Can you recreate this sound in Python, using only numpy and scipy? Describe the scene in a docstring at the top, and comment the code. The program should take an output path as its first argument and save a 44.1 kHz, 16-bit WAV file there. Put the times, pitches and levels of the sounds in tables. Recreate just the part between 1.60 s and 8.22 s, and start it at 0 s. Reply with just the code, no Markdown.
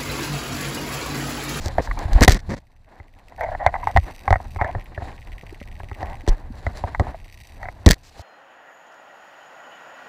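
"""Hollow metal knocks, scrapes and quick ticks sound over rustling cloth and low thumps.
A rider hangs from a zip line in a wood, with a small cased camera worn next to the gear.
Carabiners (steel clips) and the pulley knock and slide, the pulley taps the cable's strands,
and straps crunch over the case. Jolts reach the microphone as thumps; the hardest overload it."""
import sys
import numpy as np
from scipy import signal
from scipy.fft import rfft, irfft
from scipy.io import wavfile
from scipy.ndimage import uniform_filter1d

SR = 44100
rng = np.random.default_rng(int(sys.argv[2]) if len(sys.argv) > 2 else 0)


def generate_wav(sig):
    """Save sig (samples, or channels by samples) to the path in sys.argv[1] as 16-bit PCM at SR."""
    pcm = np.round(np.clip(np.atleast_2d(sig).T, -1, 1) * 32767).astype(np.int16)
    wavfile.write(sys.argv[1], SR, pcm)


N = 291942

# the dull tone of cloth and slings: f/Hz, level/dB
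CLOTH_TONE = [(80, -19), (170, -3.5), (290, -0.5), (420, -5), (560, -2), (770, 1), (1000, -4),
              (1350, -13.5), (1650, -8.5), (1900, -9.5), (2300, -18), (3000, -27), (9000, -52)]
# modes (pitches a thing rings at) of the pulley's side plates: f/Hz, width/Hz, level/dB
PULLEY_MODES = [(2600, 240, 2), (3840, 170, -1.5), (4600, 300, -3), (5980, 330, -4.5), (8100, 600, -10.5),
                (9240, 440, -10), (12400, 3000, -15)]
# modes of the case's shell: f/Hz, width/Hz, level/dB
SHELL_MODES = [(1870, 300, 5.5), (1650, 100, -16.5)]


def undb(db):
    """Turn decibels into a gain to multiply by."""
    return 10 ** (np.asarray(db) / 20)


def level(x, db):
    """Scale to an average (rms) level."""
    return x * undb(db) / np.sqrt(np.mean(x ** 2) + 1e-20)


def peak(x, db):
    """Scale to a peak level."""
    return x * undb(db) / (np.abs(x).max() + 1e-20)


def during(x, length, db):
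    """Scale to an average level, as if all the sound fell within length seconds."""
    return x * undb(db) * np.sqrt(length * SR / np.sum(x ** 2))


def add(track, s, x):
    """Mix a sound into the track at s seconds."""
    i = max(int(s * SR), 0)
    track[i:i + len(x)] += x[:max(N - i, 0)]


def clock(size=4096):
    """The time of each sample in seconds."""
    return np.arange(size) / SR


def follow(curve, column=1):
    """Join a table's points with straight lines over the whole scene."""
    columns = np.transpose(curve)
    return np.interp(clock(N), columns[0], columns[column])


def keep(x, hz, kind, order=2):
    """Keep the "low" or the "high" side of hz."""
    return signal.sosfilt(signal.butter(order, hz, kind, fs=SR, output="sos"), x)


def ring(push, modes, stretch=1):
    """Make modes ring, their pitches times stretch; neighbours swing opposite ways."""
    out = 0
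    for k, (hz, width, db) in enumerate(modes):
        resonance = signal.iirpeak(hz * stretch, hz / width, fs=SR)
        out += (-1) ** k * undb(db) * signal.lfilter(*resonance, push)
    return out


def colour(x, tone):
    """Turn each pitch up or down along a tone curve."""
    hz, db = np.transpose(tone)
    f = np.arange(len(x) // 2 + 1) * SR / len(x)
    gain = undb(np.interp(np.log(f + 1), np.log(hz), db))
    return irfft(rfft(x) * gain, len(x))


def flutter(rate, spread_db):
    """A gain that wanders smoothly, taking a new turn rate times a second."""
    hold = int(SR / rate)
    steps = np.repeat(rng.standard_normal(N // hold + 1), hold)
    return undb(spread_db * level(uniform_filter1d(steps, hold)[:N], 0))


def slips(size, rate, scatter_db):
    """Surfaces stick and slip: tiny random pushes, about rate a second."""
    pushes = (rng.random(size) < rate / SR) * rng.choice([-1, 1], size)
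    strength = undb(scatter_db * rng.standard_normal(size))
    return pushes * strength + 1e-3 * rng.standard_normal(size)


def stroke(length, rate, scatter_db):
    """A run of slips that swells and stops, with silence after it for the ring."""
    size = int(length * SR)
    return np.pad(slips(size, rate, scatter_db) * signal.windows.tukey(size, .35), (0, 1024))


def contact(chatter, decay_s):
    """One sharp push, then brief chatter of the surfaces."""
    t = clock()
    return (t == 0) + chatter * rng.standard_normal(len(t)) * np.exp(-t / decay_s)


def sway():
    """Air and the swinging body buffet the case; cloth rustles along and swells as the harness shifts."""
    # how hard the rider swings: t/s, level/dB
    swinging = [(0, -32), (.58, -29.5), (.95, -40.5), (1.03, -50.5), (1.64, -53), (1.83, -36),
                (2.38, -35.5), (2.58, -44.5), (2.9, -39), (3.1, -35.5), (3.62, -39.5), (4.15, -40.5),
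                (4.42, -36), (4.88, -38), (5.318, -34), (5.82, -47), (6.08, -37), (6.5, -50.5)]
    # harness shifts: t/s of the top, rise/s, fall/s, rustle/dB, hiss/dB
    shifts = [(.09, 0.046, 0.51, -39, -50.5), (.4, 0.038, 0.19, -31, -47),
              (0.581, 0.093, 0.088, -32, -43.5), (1.33, 0.075, 0.21, -51, -66),
              (1.598, .06, 0.39, -55, -64), (2.481, 0.062, 0.075, -42, -54),
              (2.82, 0.33, 0.082, -44.5, -75), (3.1, 0.054, 0.2, -41.5, -78),
              (3.479, 0.1, 0.095, -40, -50.5), (3.7, 0.041, 0.068, -50.5, -59),
              (4.42, 0.074, 0.14, -41, -56.5), (4.71, 0.05, 0.094, -38, -54.5),
              (5, 0.099, 0.23, -45.5, -55), (5.161, 0.018, 0.09, -43, -49),
              (5.286, 0.029, 0.033, -35.5, -51.5), (5.458, 0.06, 0.13, -39, -57.5),
              (6.2, 0.076, 0.24, -50, -61.5), (6.61, 0.12, 0.054, -50, -50)]
    # the low rumble of buffeting: f/Hz, level/dB
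    buffet_tone = [(12, -22), (25, 8.5), (45, 1), (72, 1), (105, -3.5), (160, -14.5), (260, -24.5),
                   (600, -62.5)]
    # the bright side of rubbing cloth: f/Hz, level/dB
    hiss_tone = [(1200, -12.5), (2000, 0.5), (3100, -4), (4100, 3), (5200, -6), (6100, -10.5), (7500, -7),
                 (8600, -17), (9700, -11.5), (11500, -21), (13000, -22), (16000, -26.5)]
    t = clock(N)
    motion = undb(follow(swinging))
    rustle_gain, hiss_gain = motion * undb(-14.5), motion * undb(-23.5)
    for s, rise, fall, rustle_db, hiss_db in shifts:
        distance = (t - s) / np.where(t < s, rise, fall)
        swell = undb(-17 * np.minimum(distance ** 2, 20))  # 17 dB down one rise before, one fall after
        rustle_gain = np.hypot(rustle_gain, swell * undb(rustle_db))
        hiss_gain = np.hypot(hiss_gain, swell * undb(hiss_db))
    buffet = level(colour(rng.standard_normal(N), buffet_tone), 0)
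    buffet *= motion * flutter(rate=19, spread_db=2.7)
    rustle = level(colour(slips(N, rate=2600, scatter_db=1), CLOTH_TONE), 0)
    rustle *= rustle_gain * flutter(rate=45, spread_db=3)
    hiss = level(colour(slips(N, rate=8000, scatter_db=6.5), hiss_tone), -3.9)
    hiss *= hiss_gain * flutter(rate=35, spread_db=2.6)
    return buffet + rustle + hiss


def nylon_swishes():
    """Smooth nylon brushes past the camera with a soft, bright hiss."""
    # passes of the fabric: t/s, length/s, level/dB
    passes = [(0, 0.088, -42), (0.214, 0.058, -44.5), (6.425, 0.083, -54), (6.549, 0.23, -52)]
    # the tone of sliding nylon: f/Hz, level/dB
    nylon_tone = [(2000, -2.5), (3500, -7), (4700, -1.5), (6100, -5), (7800, -8.5), (9500, -20),
                  (12000, -19.5), (16000, -22)]
    out = np.zeros(N)
    for s, length, db in passes:
        push = stroke(length, rate=6600, scatter_db=4)
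        add(out, s, during(colour(push, nylon_tone), length, db))
    return out


def pulley_whirr():
    """The pulley rolls over the twisted strands with a fine whirr; a dulled drone comes down the sling."""
    # strength of the rolling: t/s, level/dB
    rolling = [(0, -87), (1.4, -75.5), (2.05, -77.5), (2.25, -56.5), (2.55, -59.5), (2.9, -63.5),
               (3.2, -77.5), (3.601, -64), (4.4, -69), (4.75, -70), (5.251, -79), (5.751, -60.5),
               (6.049, -65), (6.4, -66.5)]
    plates = ring(slips(N, rate=400, scatter_db=5), PULLEY_MODES)
    whirr = level(keep(plates, 1600, "high"), -.5)
    drone = level(colour(slips(N, rate=11000, scatter_db=3), CLOTH_TONE), -1.5)
    return (whirr + drone) * undb(follow(rolling))


def cable_chirp(start_hz=4070, end_hz=1870, glide_s=.0007, rise_s=.00088, decay_s=.002):
    """High pitches run faster along a cable, so a tap arrives as a tiny falling chirp."""
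    t = clock(1024)
    hz = end_hz + (start_hz - end_hz) * np.exp(-t / glide_s)
    envelope = (1 - np.exp(-t / rise_s)) * np.exp(-t / decay_s)
    return peak(np.sin(2 * np.pi * np.cumsum(hz) / SR) * envelope, 0)


def strand_ticks(scatter_db=1.5, rebound_s=.01, rebound_db=-4.5, strays_per_s=19, rattle_s=.0023):
    """The pulley taps each strand and rebounds: the cable chirps and the side plates rattle."""
    # the pulley's run: t/s, strands passed per second, chirp/dB, push on the plates/dB
    run = [(0, 21, -71.5, -46.5), (1.45, 15.6, -53.5, -52), (1.699, 15.1, -44.5, -35.5),
           (2.08, 27.7, -51.5, -46.5), (2.3, 39, -39, -37.5), (2.578, 44, -42.5, -34),
           (2.798, 44, -61, -41), (2.941, 35.5, -51, -34.5), (3.08, 16, -39.5, -37.5),
           (3.55, 26, -39.5, -49), (3.8, 24.1, -40, -37.5), (4.651, 24.4, -38.5, -35.5),
           (4.818, 20, -69, -40), (5.201, 16.7, -80, -40), (5.56, 40.3, -46.5, -44), (5.78, 45, -43, -31),
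           (5.972, 49, -50, -42.5), (6.4, 27, -77, -56)]
    t = clock(N)
    passed = np.cumsum(follow(run)) / SR
    taps = np.zeros(N)
    for strand, (offset, tap_luck, lag, rebound_luck) in enumerate(rng.standard_normal((260, 4))):
        s = np.interp(strand + .32 * offset, passed, t, right=2 * t[-1])  # unreached strands stay silent
        add(taps, s, undb([scatter_db * tap_luck]))
        add(taps, s + rebound_s * (1 + .26 * lag), undb([rebound_db + scatter_db * rebound_luck]))
    # weaker stray ticks come from the pulley alone
    strays = (rng.random(N) < strays_per_s / SR) * undb(-11.5 + 6 * rng.standard_normal(N))
    bursts = signal.oaconvolve(taps + strays, np.exp(-clock(1024) / rattle_s))[:N]
    rattle = keep(ring(bursts * rng.standard_normal(N), PULLEY_MODES), 2000, "high")
    chirps = signal.oaconvolve(taps * undb(follow(run, column=2)), cable_chirp())[:N]
    return chirps + rattle * undb(follow(run, column=3))


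def gear_body(push, hz):
    """The hollow low ring of the steel gear; its pitch shifts with the load and the point of contact."""
    # loaded steel damped by its slings, when hz is 770: f/Hz, width/Hz, level/dB
    modes = [(550, 160, 0.5), (722, 83, 17.5), (1016, 140, 3.5)]
    return keep(keep(ring(push, modes, hz / 770), 330, "high"), 2100, "low")


def gear_clank(push):
    """The higher ring of the gear; the slings pass little above it."""
    # upper modes of the steel: f/Hz, width/Hz, level/dB
    modes = [(1240, 110, -1), (1493, 200, 1), (1906, 120, 11), (2106, 280, 1.5)]
    clank = ring(push, modes, stretch=1 + .057 * rng.standard_normal())
    return keep(keep(clank, 2450, "low", order=6), 820, "high")


def case_grit(push, top_hz):
    """The gritty ring of the camera case; a softer contact reaches less far up."""
    # bright modes of the case: f/Hz, width/Hz, level/dB
    modes = [(3540, 1900, -2), (4750, 1100, 0.5), (5900, 810, 0.5), (6500, 1200, -2), (7630, 1200, -7),
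             (10150, 270, -10), (13500, 2200, -13.5)]
    return keep(keep(ring(push, modes), 1800, "high"), top_hz, "low")


def camera_swing(db, hz, cycles):
    """The camera swings briefly on its mount; more cycles make it swell and fade more slowly."""
    t = clock(8192)
    age = t * hz / cycles
    return peak(-np.sin(2 * np.pi * hz * t) * age * np.exp(-age ** 1.4), db)


def steel_knocks():
    """Steel meets steel with a clank and a click; the jolt runs down the sling and shakes the case."""
    # hits of the gear, mostly carabiners and the pulley, before the trims below: t/s, body/dB, body f/Hz,
    # clank/dB, click/dB, jolt/dB
    hits = [(.059, -31, 687, -28, -40, -15), (.183, -5, 708, -15.5, -27, -16.5),
            (.274, -24, 980, -24, -37, -32), (0.312, -18.5, 1210, -16, -53, -37),
            (.614, -18, 660, -58, -24, -11), (.679, 1.5, 780, 3, 2, -1), (1.4, -39, 830, -35, -64, -32),
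            (1.722, -33.5, 770, -40.5, -72, -57), (1.809, -17.5, 670, -17, -30, -41),
            (1.835, -21, 790, -34, -32, -37), (1.95, -17.5, 783, -22, -47, -33),
            (2.0638, 1, 801, -6, -17.5, -14.5), (2.073, -21, 680, -13, -37, -55),
            (2.141, -12.5, 800, -18, -40, -34), (2.272, -6, 928, -16, -27.5, -26.5),
            (2.363, -2.5, 770, -10.5, -31, -12), (2.372, -3.5, 830, -2.5, -19.5, -12),
            (2.679, -7.5, 844, -12.5, -25.5, -19.5), (2.706, -9, 770, -13, -14.5, -7),
            (2.727, -2, 824, -7, -31, -14.5), (2.739, -14, 840, -15.5, -44, -43),
            (2.757, -15.5, 747, -14.5, -44, -19), (2.802, -23.5, 784, -37, -55, -33),
            (2.961, -25.5, 825, -27.5, -36, -23.5), (3.013, -10.5, 810, -10.5, -32, -13.5),
            (3.02, -11, 786, -18, -38, -25), (3.045, -19, 640, -16.5, -28.5, -22),
            (3.15, -20, 760, -24, -51, -19.5), (3.377, -25.5, 690, -22, -49, -22),
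            (3.421, -25, 765, -41, -55, -24.5), (4.014, -34.5, 620, -35, -46, -32.5),
            (4.202, -27.5, 818, -32, -60, -30), (4.233, -35.5, 708.6, -45, -63, -29.5),
            (4.314, -30, 880, -28.5, -45, -24.5), (4.429, -19, 745, -25.5, -30, -23.5),
            (4.677, -20.5, 780, -21.5, -16, -13), (5.066, -19, 727, -15.5, -27, -14.5),
            (5.239, -14, 740, -33, -49, -17), (5.348, -18, 900, -15.5, -32.5, -33),
            (5.397, -13.5, 770, -16.5, -18, -7), (5.469, -21, 770, -48, -35, -25.5),
            (5.545, -24, 689, -38, -60, -32), (6.03, -30, 696, -23.5, -34, -44),
            (6.055, -26.5, 770, -24.5, -50, -33), (6.086, -22.5, 756, -20.5, -56, -35),
            (6.262, -17.5, 664, -15, 2.5, -24), (6.594, -32, 700, -49, -46, -31.5)]
    # low modes of the case: f/Hz, width/Hz, level/dB
    thud_modes = [(222, 81, 0), (396, 34, 2.5), (577, 34, 2), (1280, 56, -6)]
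    out = np.zeros(N)
    for s, body_db, hz, clank_db, click_db, jolt_db in hits:
        push = contact(chatter=.04, decay_s=.005)
        click = case_grit(contact(chatter=.091, decay_s=.0044), top_hz=8100)
        thud = keep(ring(contact(chatter=.049, decay_s=.0044), thud_modes), 1900, "low", order=3)
        steel = peak(gear_body(push, hz), body_db) + peak(gear_clank(push), clank_db - .5)
        add(out, s - .0004, steel + peak(click, click_db - 7.5))
        add(out, s, peak(thud, jolt_db - 6))
        add(out, s + .00061, camera_swing(jolt_db, hz=80, cycles=.72))
    return out


def strap_snaps():
    """Seams and buckles snap over the case: a bright crack and a ring of the shell."""
    # snaps: t/s, peak of the crack/dB
    snaps = [(.06, -18), (.083, -20.5), (0.391, -23.5), (0.5328, -18.5), (.6091, -12), (0.629, -5),
             (.6355, -2), (0.648, -7.5), (.6955, -3), (.708, -14), (0.7208, -9), (0.7242, -13),
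             (0.746, -15.5), (5.173, -28), (6.29, -5), (6.31, 5), (6.3171, -4), (6.332, -17.5),
             (6.342, -21)]
    out = np.zeros(N)
    for s, db in snaps:
        push = contact(chatter=.082, decay_s=.002)
        crack = peak(case_grit(push, top_hz=13000), db)
        shell = peak(keep(ring(push, SHELL_MODES), 3300, "low"), db - 7)
        add(out, s - .0005, crack + shell)
    return out


def gate_tinkles():
    """The loose gate of a carabiner taps and rings very high."""
    # taps of the gate: t/s, peak/dB
    taps = [(.157, -49), (.175, -54), (.282, -53), (.3, -48), (0.335, -45), (1.808, -40), (1.835, -57),
            (2.065, -55.5), (3.046, -52), (3.243, -45.5)]
    # modes of the gate: f/Hz, width/Hz, level/dB
    modes = [(9220, 290, -21.5), (11000, 340, 6.5), (12400, 410, 4)]
    out = np.zeros(N)
    for s, db in taps:
        tinkle = ring(contact(chatter=.073, decay_s=.002), modes)
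        add(out, s, peak(keep(tinkle, 8000, "high"), db))
    return out


def strap_rubs():
    """The weave of a strap catches on the case: a low drag, a ring of the shell and grit."""
    # pulls of the strap, before the trims below: t/s, length/s, drag/dB, shell/dB, grit/dB
    pulls = [(0.183, 0.028, -23, -34, -66), (0.61, 0.021, -10.5, -21.5, -31), (0.619, 0.023, -23, -14, -17),
             (0.636, 0.023, -21, -25, -26), (.678, 0.0078, -2, -26, -5),
             (0.688, 0.053, -28.5, -27.5, -25.5), (.738, 0.041, -27.5, -34.5, -37.5),
             (0.789, .018, -59, -44, -44.5), (0.888, 0.066, -26.5, -36.5, -41.5),
             (0.961, 0.031, -41.5, -47.5, -48), (3.83, 0.014, -38.5, -63, -64),
             (4.682, 0.0166, -27, -41, -28.5), (5.399, 0.03, -25.5, -65, -62),
             (6.262, 0.0069, -5, -21, -16), (6.274, 0.0165, -15, -20.5, -32), (6.299, 0.016, -14, -28, -21),
             (6.317, 0.024, -32.5, -28.5, -35.5)]
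    # the low tone of the drag: f/Hz, level/dB
    drag_tone = [(60, -7), (130, 5.5), (330, 0.5), (550, -5.5), (800, -11.5), (1100, -13.5), (1500, -33.5),
                 (3000, -63.5)]
    out = np.zeros(N)
    for s, length, drag_db, shell_db, grit_db in pulls:
        push = stroke(length, rate=2200, scatter_db=4.5)
        drag = during(colour(push, drag_tone), length, drag_db)
        shell = keep(ring(push, SHELL_MODES), 2400, "low")
        grit = case_grit(push, top_hz=14000 * undb(.085 * grit_db))  # a harder pull is brighter
        add(out, s, drag + during(shell, length, shell_db - 3) + during(grit, length, grit_db - 5))
    return out


def body_thumps():
    """The rider's body and harness bump the camera and set it swinging."""
    # bumps: t/s, peak/dB, f/Hz, swell time/cycles
    bumps = [(0.286, -16.5, 38.5, 1.07), (.454, -13.5, 58, .36), (0.518, -8.5, 36, 0.86),
             (0.552, -1.5, 48.3, 0.46), (0.605, -6, 46, 0.84), (0.691, -5.5, 39, 0.21),
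             (.718, -10, 35.3, .62), (0.884, -19, 75, 0.46), (1.796, -38, 59.6, 1.2), (2.353, -9, 61, 0.55),
             (2.377, -5.5, 80, 0.81), (2.418, -21, 45, 0.83), (2.726, -8.5, 39.6, 0.38),
             (3.161, -20, 99, 0.89), (3.723, -28, 32.6, 0.71), (3.925, -31, 360, 1.44),
             (4.013, -29.5, 227, 0.8), (4.636, -35.5, 288, 1.8), (4.677, -12, 357, 1.03),
             (4.687, -6, 28.7, 0.66), (4.902, -29, 231, 1.35), (6.267, 10, 77.7, 0.46),
             (6.278, -13, 35.8, 0.44), (6.307, -10, 45.5, 0.54)]
    out = np.zeros(N)
    for s, db, hz, cycles in bumps:
        add(out, s, camera_swing(db, hz, cycles))
    return out


def steel_scrapes():
    """Carabiners slide under load and judder, making the steel ring."""
    # slides: t/s, length/s, body level/dB, body f/Hz
    slides = [(.37, 0.012, -33.5, 940), (1.781, .02, -33.5, 756), (1.811, 0.041, -24.5, 718),
              (1.855, 0.047, -30.5, 745), (1.91, 0.048, -30.5, 713), (1.99, 0.11, -28.5, 762),
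              (2.04, 0.0073, -36, 1000), (2.104, 0.16, -40.5, 783), (2.15, 0.015, -24, 905),
              (2.231, 0.0077, -26, 1000), (2.283, 0.032, -31.5, 793), (2.986, 0.042, -29.5, 980),
              (3.015, 0.094, -30.5, 770), (4.395, 0.17, -39.5, 815.7), (5.996, 0.09, -41, 793)]
    out = np.zeros(N)
    for s, length, db, hz in slides:
        push = stroke(length + .0053, rate=4600, scatter_db=0)
        body = during(gear_body(push, hz), length, db)
        clank = during(gear_clank(push), length, db - 12)
        add(out, s - .003, body + clank)
    return out


def scene():
    """All the gear, close to one microphone and with no walls to echo it."""
    steel = steel_knocks() + gate_tinkles() + steel_scrapes()
    fabric = strap_rubs() + strap_snaps() + nylon_swishes()
    pulley = pulley_whirr() + strand_ticks()
    rider = body_thumps() + sway()
    return (steel + fabric + pulley + rider)[None]


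def record(dry):
    """The hardest blows are flattened at full scale, then the highest treble is cut."""
    treble_cut = signal.ellip(8, .2, 70, 15350, fs=SR, output="sos")
    return signal.sosfilt(treble_cut, np.clip(dry, -1, 1))


dry = scene()
out = record(dry)
generate_wav(out)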